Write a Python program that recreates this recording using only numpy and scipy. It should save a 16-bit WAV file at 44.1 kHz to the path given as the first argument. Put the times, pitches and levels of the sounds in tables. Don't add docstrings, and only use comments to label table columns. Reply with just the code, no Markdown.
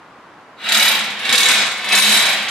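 import sys
import numpy as np
from scipy import signal
from scipy.fft import rfft, irfft, next_fast_len
from scipy.io import wavfile
from scipy.ndimage import uniform_filter1d, minimum_filter1d

SR = 44100
rng = np.random.default_rng(int(sys.argv[2]) if len(sys.argv) > 2 else 0)


def boost_factor(decibels):
    exponent = np.asarray(decibels, float) / 20
    return 10 ** exponent


def materialize(psi):
    bounded = np.clip(np.atleast_2d(psi).T, -1, 1)
    quanta = np.round(bounded * 32767).astype(np.int16)
    wavfile.write(sys.argv[1], SR, quanta)


N = 110250
SIZE = next_fast_len(N + SR)
HZ = np.maximum(np.arange(SIZE // 2 + 1) * SR / SIZE, 1)


def rms_one(x):
    return x / np.sqrt(np.mean(x ** 2) + 1e-20)


def in_time(rows, column=1):
    rows = np.array(rows)
    return np.interp(np.arange(N) / SR, rows[:, 0], rows[:, column])


def at_hz(points, hz):
    points = np.array(points)
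    return np.interp(np.log(hz), np.log(points[:, 0]), points[:, 1])


def colour(x, spectrum):
    gain = rms_one(boost_factor(at_hz(spectrum, HZ)))
    return irfft(rfft(x, SIZE) * gain, SIZE)[..., :N]


def ring(x, hz, t60):
    radius = boost_factor(-60 / (t60 * SR))
    angle = 2 * np.pi * hz / SR
    push = np.sqrt((1 - radius * radius) / 2) * np.array([1, 0, -1])
    return signal.lfilter(push, [1, -2 * radius * np.cos(angle), radius * radius], x + 1e-18)


def ring_all(make_drive, modes):
    return sum(boost_factor(db) * ring(make_drive(), hz, t60) for hz, db, t60 in modes)


# frequency in Hz, likeness from -1 to 1 [no unit].
STEREO_LIKENESS = [(40, .93), (200, .999), (530, .95), (1590, .8), (4740, .25), (14200, -.1)]


def pair(noises):
    mid, side = rfft(noises, SIZE)
    alike = np.clip(at_hz(STEREO_LIKENESS, HZ), -1, 1)
    return (np.sqrt(1 + alike) * mid + np.sqrt(1 - alike) * side * [[1], [-1]]) / np.sqrt(2)


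# frequency in Hz, level in dB per Hz.
RUMBLE_COLOUR = [(15, -44), (25, -22), (96, -9.5), (129, -3), (278, -0.5), (649, -1.5), (1100, 3),
                 (14000, -38.5)]


def rumble():
    noise = irfft(pair(rng.standard_normal((2, SIZE))), SIZE)[:, :N]
    return boost_factor(-43) * rms_one(colour(noise, RUMBLE_COLOUR))


# time in seconds, speed in blows per second.
PISTON_SPEED = [(0.56, 0.0), (0.64, 14.15), (0.74, 40.54), (0.84, 36.41), (0.98, 22.79), (1.17, 8.98),
                (1.28, 25.61), (1.36, 39.39), (1.48, 36.72), (1.62, 23.73), (1.81, 12.4), (1.9, 28.4),
                (1.98, 43.29), (2.14, 41.2), (2.3, 25.77), (2.44, 16.58), (2.5, 14.26)]
# time in seconds, pressure on the tool in dB, motor load in dB.
TOOL_PUSH = [(.55, -12, -10.5), (.66, 2, -2), (.75, 0.5, -1), (.9, 1.5, -2), (1.05, 2, -4.5),
             (1.19, 5.5, -4), (1.27, -2, -2), (1.35, 7, 1), (1.5, 11, 10), (1.62, -1, -48),
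             (1.78, 5.5, -3.5), (1.89, -1.5, -3), (1.96, 8.5, 7), (2.15, -2.5, -6.5), (2.3, 4.5, 0),
             (2.42, -2, -5.5), (2.5, 11.5, 0)]
PRESSURE, LOAD = 1, 2


def effort(db_per_decade, column=PRESSURE):
    full_speed = 40
    speed_db = db_per_decade * np.log10(in_time(PISTON_SPEED) / full_speed + 1e-3)
    return boost_factor(speed_db + in_time(TOOL_PUSH, column))


# frequency in Hz, level in dB per Hz.
MOTOR_COLOUR = [(60, -66), (200, -20), (600, -8.5), (1250, -6), (2100, 1.5), (4000, -4), (6000, -21.5),
                (13000, -36)]
# frequency in Hz, level in dB, time to fade 60 dB in seconds.
MOTOR_RUNG_MODES = [(213, -24, .25), (2230, -15, .03), (3870, -12, .035)]


def motor():
    rasp = colour(rng.standard_normal(N), MOTOR_COLOUR)
    rung = ring_all(lambda: rng.standard_normal(N), MOTOR_RUNG_MODES)
    return boost_factor(-13) * effort(23, LOAD) * (rasp + rung)


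def blows():
    start_turn, jitter_s = .45, .0006
    turns = start_turn + np.cumsum(in_time(PISTON_SPEED)) / SR
    at = np.flatnonzero(np.diff(np.floor(turns)))
    late = jitter_s * SR * rng.standard_normal(99)[:len(at)]
    return np.clip(at + late.astype(int), 0, N - 1)


def bursts(at, spread_db):
    fade_s = 0.0041
    clicks = np.zeros(N)
    clicks[at] = boost_factor(spread_db * rng.standard_normal(99)[:len(at)])
    return signal.lfilter([1], [1, -np.exp(-1 / (fade_s * SR))], clicks + 1e-18)


def chatter():
    contacts_per_s, spread_db = 7100, 2.5
    strength = boost_factor(spread_db * np.minimum(rng.exponential(1, N), 3))
    sizes = strength * rng.choice([-1, 1], N)
    return rms_one((rng.random(N) < contacts_per_s / SR) * sizes)


# frequency in Hz, level in dB per Hz.
CRUNCH_COLOUR = [(120, -16.5), (400, -44), (1500, -34), (3700, 5.5), (4800, -2), (5900, -5.5),
                 (12300, -18.5), (14000, -67)]
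# frequency in Hz, level in dB, time to fade 60 dB in seconds.
BIT_MODES = [(2230, -7, .03), (3870, 2, .04), (4970, -14, .02), (6290, -13, .025), (6630, -16, .025),
             (7300, -8, .02), (8320, -11, .025), (9550, -15, .02), (10000, -23, .025), (10700, -16, .018),
             (11900, -15, .018), (12300, -19, .025)]
# frequency in Hz, level in dB, time to fade 60 dB in seconds.
WALL_MODES = [(213, -3, .25), (150, -13, .1), (490, -14, .02), (650, -8, .03)]


def hammer():
    at = blows()
    blow_spread_db, bit_spread_db = 1.5, 3.0
    crunch = effort(44.5) * colour(bursts(at, blow_spread_db) * chatter(), CRUNCH_COLOUR)
    bit_force = effort(65)
    bit = ring_all(lambda: chatter() * bursts(at, bit_spread_db) * bit_force, BIT_MODES)
    starts = np.diff(bursts(at, blow_spread_db), prepend=0).clip(0)
    knock = starts * effort(5, LOAD)
    wall = ring_all(lambda: knock, WALL_MODES)
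    return boost_factor(-7) * crunch + boost_factor(-10.5) * bit + boost_factor(-6) * wall


def dying(t60):
    tail = rng.standard_normal((2, SR)) * boost_factor(-60 * np.arange(SR) / SR / t60)
    return pair(tail / np.sqrt(np.mean(np.sum(tail ** 2, axis=1))))


# frequency in Hz, time to fade 60 dB in seconds.
ROOM_FADE = [(200, 0.9), (1000, 1), (4000, 0.63), (12000, .2)]


def late_echoes():
    echoes = 0
    for hz in 50 * 4. ** np.arange(6):
        band = np.clip(1 - abs(np.log(HZ / hz) / np.log(4)), 0, 1)
        echoes = echoes + band * dying(at_hz(ROOM_FADE, hz))
    return echoes


# frequency in Hz, level in dB.
LATE_LEVEL = [(200, 3.5), (1500, 6), (4000, 3), (8000, 10), (13000, 11)]
# frequency in Hz, left minus right in dB.
LEFT_LEAN = [(400, 0), (700, -1), (2000, .5), (5000, -1), (9000, 1), (13000, 4)]


def room(x):
    places, right_lag_s, early_t60_s = 7, .00004, 0.05
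    lag = np.exp(-2j * np.pi * HZ * right_lag_s * np.array([[0], [1]]))
    out = lag * rfft(x, SIZE)
    steps = np.arange(N) / N * (places - 1)
    for place in range(places):
        here = np.cos(np.pi / 2 * np.clip(steps - place, -1, 1))
        late = boost_factor(at_hz(LATE_LEVEL, HZ)) * late_echoes()
        early = boost_factor(-0.5) * dying(early_t60_s)
        out = out + rfft(x * here, SIZE) * (early + late)
    lean_db = at_hz(LEFT_LEAN, HZ) * [[.5], [-.5]]
    return irfft(out * boost_factor(lean_db - 4.5), SIZE)[:, :N]


def scene():
    bass_cut = signal.butter(4, 96, "high", fs=SR, output="sos")
    tool = signal.sosfilt(bass_cut, hammer() + motor())
    return room(tool) + rumble()


def band_limit(x):
    return signal.sosfilt(signal.butter(12, 14750, fs=SR, output="sos"), x)


def record(dry):
    limit, release_db_per_s, look_ahead_s = 0.99, 78.5, 0.0017
    over_db = np.maximum(20 * np.log10(abs(dry).max(axis=0) / limit + 1e-9), 0)
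    slope = release_db_per_s * np.arange(N) / SR
    held_db = np.maximum.accumulate(over_db + slope) - slope
    ahead = int(look_ahead_s * SR) | 1
    held_db = uniform_filter1d(-minimum_filter1d(-held_db, ahead), ahead)
    top_cut = signal.butter(6, 13100, fs=SR, output="sos")
    mix = signal.sosfilt(top_cut, dry * boost_factor(-held_db))
    return band_limit(mix)


dry = scene()
out = record(dry)
materialize(out)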